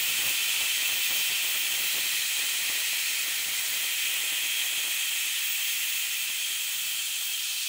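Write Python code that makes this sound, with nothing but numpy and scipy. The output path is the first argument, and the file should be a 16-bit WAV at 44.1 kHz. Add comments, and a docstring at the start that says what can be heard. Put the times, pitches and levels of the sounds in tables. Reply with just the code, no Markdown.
"""Steam from a pressure cooker

A pressure cooker on a hob blows off steam under its weight, close by in a tiled kitchen.
The jet is noise in registers, shaped by the vent's resonances; it eases as the pressure falls.
The vent sings two breathy notes, with a thin screech on top and later a faint whistle.
The plume is low noise that puffs unevenly, drops spit as short decaying bursts,
and the hob's fan hums faintly underneath as a sine with a soft whirr."""
import sys
import numpy as np
from scipy.fft import rfft, irfft
from scipy.io import wavfile

SR = 44100
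rng = np.random.default_rng(int(sys.argv[2]) if len(sys.argv) > 2 else 0)


def wav_out(sig):
    """Save sig, one row per channel (or a flat mono array), as 16-bit PCM at SR to the path in sys.argv[1]."""
    wavfile.write(sys.argv[1], SR, np.round(np.clip(np.atleast_2d(sig).T, -1, 1) * 32767).astype(np.int16))


N = 338688
TIME = np.arange(N) / SR
HZ = np.maximum(np.fft.rfftfreq(N, 1 / SR), 1)
CUTOFF_HZ = 15750


def from_db(db):
    """Logarithmic level: decibels to amplitude gain."""
    return 10 ** (np.asarray(db) / 20)


def rms_one(x):
    """Normalisation: scale to rms 1."""
    return x / np.sqrt(np.mean(x ** 2) + 1e-20)


def in_time(rows):
    """Linear interpolation: each column of a curve, at every sample."""
    s, *columns = np.transpose(rows)
    return [np.interp(TIME, s, c) for c in columns]


def hold(start, length, edge_s):
    """Gating envelope: rises, holds and falls, with each edge centred on its moment."""
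    return np.clip(.5 + np.minimum(TIME - start, start + length - TIME) / edge_s, 0, 1)


def colour(points):
    """Spectral envelope: gain at every frequency, interpolated in dB over log frequency."""
    hz, db = np.transpose(points)
    return from_db(np.interp(np.log(HZ), np.log(hz), db))


def bell(hz, width):
    """Resonance curve: a peak of height 1 with its full width in Hz at half height."""
    return 1 / (1 + (2 * (HZ - hz) / width) ** 2)


def band(low, high, order=16):
    """Band-pass filtering: neighbouring bands add up to flat power."""
    return 1 / np.sqrt((1 + (low / HZ) ** (2 * order)) * (1 + (HZ / high) ** (2 * order)))


def noise(gain):
    """Filtered random noise: a fresh draw of a given colour, rms 1."""
    return rms_one(irfft(rfft(rng.standard_normal(N)) * gain, N))


def drift(rate):
    """Low-pass random fluctuation: about `rate` turns a second, spread 1."""
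    return noise(1 / (1 + (np.fft.rfftfreq(N, 1 / SR) / rate) ** 2))


def flutter(x, depth_db, rate):
    """Turbulent amplitude modulation: the level shakes, then the rms is set to 1."""
    return rms_one(x * from_db(depth_db * drift(rate)))


def whirr(hz, width_hz):
    """Resonant filtering: noise caught in one resonance, rms 1."""
    return noise(bell(hz, width_hz))


def breathy_tone(hz, width_hz):
    """Quadrature modulation: narrow-band turbulence around a moving pitch, rms 1."""
    phase = 2 * np.pi * np.cumsum(hz) / SR
    grain = bell(0, width_hz) ** 2
    return rms_one(noise(grain) * np.cos(phase) + noise(grain) * np.sin(phase))


def echoes(x, echo_db, shortest_s, longest_s, sway_s, count):
    """Comb interference: reflections on swaying paths make fine peaks come and go; the level is kept."""
    out = x.copy()
    for delay in shortest_s + (longest_s - shortest_s) * rng.random(count):
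        path = np.round((delay + sway_s * drift(.2)) * SR).astype(int)
        sign = rng.choice([-1, 1])
        out += from_db(echo_db) * sign * x[(np.arange(N) - path) % N]
    return out * np.std(x) / np.std(out)


# flow of steam, easing as the pressure falls: (t/s, level/dB re the start)
FLOW = [(0, 0), (2, -0.9), (4.8, -2), (5.7, -3.5), (7.68, -5.5)]


def with_flow(law):
    """Power law of jet noise: a layer's level falls in proportion to the flow level."""
    full_db, slope = law
    return from_db(full_db + slope * in_time(FLOW)[0])


# broad colour of the jet: (f/Hz, spectral level/dB per Hz)
JET_COLOUR = [(700, -26.5), (1200, -18), (1700, -12.5), (1850, -5), (2250, -2.5), (2550, -3.5), (3200, 1),
              (3800, -3), (5200, -9.5), (7500, -5), (9300, -8), (13500, -11.5), (14800, -14), (15650, -11)]
# resonances of vent and lid, and notches from the near wall: (f/Hz, width/Hz, level/dB)
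RESONANCES = [(1344, 76, 3.7), (1887, 30, 2.2), (2069, 47, 8.0), (2098, 140, -7.6), (2344, 37, 3.2),
              (2459, 67, 6.0), (2556, 60, 3.2), (2661, 94, 3.6), (2836, 30, 2.6), (2932, 36, -5.8),
              (3074, 45, 2.1), (3166, 70, 1.8), (3301, 30, 2.1), (3709, 111, -7.0), (3700, 35, 8.0),
              (4019, 46, 3.6), (4523, 452, 2.3), (5412, 188, 4.0), (6525, 544, 4.0), (6895, 197, -1.6),
              (7686, 268, 3.0), (8570, 482, 3.5), (9074, 224, -4.3), (10247, 109, 2.9), (10841, 232, 5.3),
              (12221, 173, -2.8)]


def vent_response():
    """Source and filter: the jet's broad colour with resonances and notches laid over it."""
    resonance_db = sum(db * bell(hz, width) for hz, width, db in RESONANCES)
    return colour(JET_COLOUR) * from_db(resonance_db)


# the two breathy notes move as the weight turns: (t/s, low f/Hz, high f/Hz, high over low level/dB)
NOTES = [(0, 2640, 3075, -0.5), (1.6, 2670, 3103, 0.2), (2.4, 2520, 3150, 0), (3.1, 2530, 3154, -3.5),
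         (3.5, 2535, 3156, 1), (4.0, 2540, 3156, 0), (5.0, 2570, 3217, 0.5), (5.8, 2640, 3177, -2),
         (6.7, 2630, 3154, 3), (7.68, 2620, 3177, 2.5)]
# registers of the notes: (low f/Hz, high f/Hz)
LOW_NOTE, HIGH_NOTE = (2300, 2920), (2920, 3700)


def vent(response, note_db=-6.5, note_width_hz=75, wander_hz=6):
    """Power sharing: two wandering notes, each in its own band of hiss, split a constant power."""
    low_hz, high_hz, balance_db = in_time(NOTES)

    def note(hz, edges):
        """Tone in noise: a breathy note set in hiss, rms 1."""
        hiss = noise(response * band(*edges))
        tone = breathy_tone(hz + wander_hz * drift(1.995), note_width_hz)
        return rms_one(hiss + from_db(note_db) * tone)

    balance = from_db(balance_db)
    return (note(low_hz, LOW_NOTE) + balance * note(high_hz, HIGH_NOTE)) / np.hypot(1, balance)


# the roar below the notes: (t/s, level/dB)
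ROAR_LEVEL = [(0, -40.5), (1.6, -40.5), (2.1, -39), (3.7, -39.5), (5.6, -41.5), (7.68, -50.5)]
# the vent's two notes together: (t/s, level/dB)
VENT_LEVEL = [(0, -30.5), (1.4, -30.6), (2.1, -32.5), (3.0, -32.5), (3.65, -35), (4.05, -31.5),
              (5.3, -32.5), (7.35, -35.5), (7.68, -34.2)]
# the rush above the notes: (t/s, level/dB)
RUSH_LEVEL = [(0, -36.5), (1.3, -36), (1.6, -38), (1.95, -36.4), (3.3, -37), (4.3, -39.5), (5.8, -39.3),
              (6.4, -40), (7.38, -39.5), (7.52, -36.8)]
# registers of the jet: (low f/Hz, high f/Hz)
BODY, ROAR = (1250, 1750), (1750, 2300)
RUSH, HISS, SIZZLE = (3700, 6200), (6200, 11300), (11300, 14000)
# layers that follow the flow: (level/dB at full flow, slope in dB per dB of flow)
BODY_LAW, HISS_LAW, SIZZLE_LAW = (-48, 0.96), (-34, 0.39), (-40.5, 0.69)


def jet(response, waver_db=0.3, wavers_per_s=2.5):
    """Eddy scaling: large eddies roar and small ones hiss; the vent sings between them."""
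    roar_gain, vent_gain, rush_gain = (
        from_db(in_time(curve)[0]) for curve in (ROAR_LEVEL, VENT_LEVEL, RUSH_LEVEL))
    body, roar, rush, hiss, sizzle = (
        noise(response * band(*edges)) for edges in (BODY, ROAR, RUSH, HISS, SIZZLE))
    middle = with_flow(BODY_LAW) * body + roar_gain * roar + vent_gain * vent(response)
    treble = rush_gain * rush
    treble += with_flow(HISS_LAW) * flutter(hiss, waver_db, wavers_per_s)
    treble += with_flow(SIZZLE_LAW) * flutter(sizzle, waver_db, wavers_per_s)
    # the lid mirrors the short waves and combs them
    treble = echoes(treble, echo_db=-18, shortest_s=.0015, longest_s=.007, sway_s=.00003, count=5)
    # all share a slight unsteadiness of the flow
    unsteadiness = from_db(0.33 * drift(25))
    return (middle + whistle() + treble) * unsteadiness


# the screech swells as the weight shifts on its seat: (start t/s, length t/s, level/dB over usual)
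SWELLS = [(-0.03, 0.12, 4), (0.2, 0.14, 4), (0.85, 0.42, 3.5), (1.13, 0.1, 2), (1.43, 0.22, 4),
          (1.7, 0.31, 2.5), (3.62, 0.28, 2), (5.411, 0.15, 7), (5.6, 0.44, 4.5), (6.1, 0.17, 2.5),
          (6.57, 0.39, 2.5), (7.231, 0.07, 4.5)]
SWELL_EDGE_S = 0.07
SCREAM = (14000, 16000)  # register: (low f/Hz, high f/Hz)
SCREECH_LAW = (-37, 0.7)  # (level/dB at full flow, slope in dB per dB of flow)


def screech(response, tone_hz=14880, tone_width_hz=650, wander_hz=110, tone_db=-3):
    """Gap tone: the narrow gap under the weight sings a rough, wandering tone in a band of hiss."""
    swell_db = sum(db * hold(s, length, SWELL_EDGE_S) for s, length, db in SWELLS)
    tone = breathy_tone(tone_hz + wander_hz * drift(4.7), tone_width_hz)
    hiss = noise(response * band(*SCREAM, order=50) * (HZ < CUTOFF_HZ))
    rough = flutter(hiss + from_db(tone_db) * tone, depth_db=0.6, rate=25)
    return with_flow(SCREECH_LAW) * from_db(swell_db) * rough


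# colours of the plume's bass and midrange: (f/Hz, spectral level/dB per Hz)
BUFFET_COLOUR = [(20, -27), (35, -20), (55, -6.5), (85, -0.5), (150, 0.5), (210, -1), (300, -15),
                 (600, -44)]
PUFF_COLOUR = [(120, -33), (220, -7), (320, 1), (480, -0.5), (680, 0), (900, -1.5), (1300, -4), (2000, -18),
               (4000, -50)]
# the puffing, which drops near five seconds, before lumps and lulls: (t/s, level/dB)
PUFF_LEVEL = [(0, -51.5), (1.9, -55.5), (3.1, -56), (4.92, -54.5), (5.0, -64), (6.6, -65), (7.68, -70)]
# larger gusts, least levels before lumps and lulls:
# (start t/s, length t/s, midrange puff level/dB, bass buffeting level/dB)
GUSTS = [(0.0, 0.2, -52, -57), (0.178, 0.14, -48, -54.5), (0.58, 0.07, -49, -60), (0.89, 0.11, -60, -60),
         (1.082, 0.14, -49, -60), (1.26, 0.11, -55, -61), (1.54, 0.038, -47.5, -63),
         (1.726, 0.14, -49, -58.5), (1.933, 0.095, -49, -58), (2.037, 0.051, -49.5, -61),
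         (2.39, 0.05, -55, -67), (2.69, 0.13, -50.5, -67), (3.25, 0.06, -54, -70),
         (3.463, 0.053, -49.5, -56), (3.572, 0.03, -53, -59), (3.815, 0.073, -52, -67),
         (4.31, 0.051, -54, -66), (4.758, 0.047, -54, -64), (6.19, 0.05, -68, -67), (6.73, 0.25, -64, -67)]
# brief lulls: (start t/s, length t/s)
LULLS = [(0.392, 0.042), (0.71, 0.086), (1.02, 0.043), (1.377, 0.085), (2.245, 0.1), (3.02, 0.071),
         (3.94, 0.12)]
LULL_DB, GUST_EDGE_S = -4, 0.055
# layers that follow the flow: (level/dB at full flow, slope in dB per dB of flow)
BUFFET_LAW, WASH_LAW = (-65.5, 2.3), (-52.5, 1.1)


def plume(lump_db=1.5, lumps_per_s=35, puff_billow_db=2.0, buffet_billow_db=2.5, billows_per_s=11):
    """Intermittent turbulence: the wet cloud billows, gusts and lulls; lumps shake bass and midrange."""
    lumps = rms_one(from_db(lump_db * drift(lumps_per_s)))
    lulls = from_db(LULL_DB * sum(hold(s, length, GUST_EDGE_S) for s, length in LULLS))
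    puff_billows = rms_one(from_db(puff_billow_db * drift(billows_per_s)))
    buffet_billows = rms_one(from_db(buffet_billow_db * drift(billows_per_s)))
    puff_gain = from_db(in_time(PUFF_LEVEL)[0]) * puff_billows
    buffet_gain = with_flow(BUFFET_LAW) * buffet_billows
    for s, length, puff_db, buffet_db in GUSTS:
        gust = hold(s, length, GUST_EDGE_S)
        puff_gain = np.maximum(puff_gain, from_db(puff_db) * gust)
        buffet_gain = np.maximum(buffet_gain, from_db(buffet_db) * gust)
    buffet = buffet_gain * noise(colour(BUFFET_COLOUR) * band(10, 900, order=2))
    # droplets make the puffs grainy
    spray = flutter(rng.standard_normal(N), depth_db=3.5, rate=430)
    puff = puff_gain * rms_one(irfft(rfft(spray) * colour(PUFF_COLOUR), N))
    # the spreading jet adds a soft wash, which dips half as many dB in the lulls
    wash = with_flow(WASH_LAW) * flutter(noise(band(710, 1490, order=6)), depth_db=1.5, rate=20)
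    return lumps * lulls * (buffet + puff) + np.sqrt(lulls) * wash


HUM_HZ, HUM_DB = 277.5, -75.5


def hob(fan_hz=325, fan_width_hz=50, fan_db=-75):
    """Blade passing: the hob's cooling fan gives a steady blade tone and a soft whirr."""
    blades = np.sqrt(2) * np.sin(2 * np.pi * HUM_HZ * TIME)  # rms 1
    return from_db(HUM_DB) * blades + from_db(fan_db) * whirr(fan_hz, fan_width_hz)


# drops spat from the vent, before the common trim: (t/s, peak level/dB)
SPITS = [(0.894, -39), (1.108, -38), (1.559, -37), (1.969, -36), (2.699, -33.5), (2.929, -37),
         (6.297, -37.5)]


def spits(t60=0.047, trim_db=-4):
    """Exponential decay: a drop torn apart in the jet gives a dull burst, falling 60 dB in t60 seconds."""
    bursts = sum(from_db(db - 60 * np.maximum(TIME - s, 0) / t60) * (TIME >= s) for s, db in SPITS)
    return from_db(trim_db) * bursts * noise(band(280, 1800, order=2))


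# the whistle sets in as the weight turns; its level is that before the fade
WHISTLE_START_S, WHISTLE_RISE_S, WHISTLE_DB, WHISTLE_FADE_DB_PER_S = 1.64, 0.25, -42, 2.9


def whistle(hz=4010, width_hz=300):
    """Resonant excitation: a faint breathy whistle that rises quickly and fades slowly."""
    age = np.maximum(TIME - WHISTLE_START_S, 0)
    rise = np.minimum(age / WHISTLE_RISE_S, 1)
    fading_gain = from_db(WHISTLE_DB - WHISTLE_FADE_DB_PER_S * age)
    return rise * fading_gain * whirr(hz, width_hz)


def scene():
    """Superposition: steam echoing off the tiles, plume, spits and hob add up, alike in both ears."""
    response = vent_response()
    steam = jet(response) + screech(response)
    steam = echoes(steam, echo_db=-23.5, shortest_s=.006, longest_s=.03, sway_s=.00009, count=14)
    centre = steam + plume() + spits() + hob()
    return np.array([centre, centre])


def record(dry):
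    """Low-pass filtering: the top is cut steeply at CUTOFF_HZ."""
    return irfft(rfft(dry) * band(1, CUTOFF_HZ, order=300), N)


dry = scene()
out = record(dry)
wav_out(out)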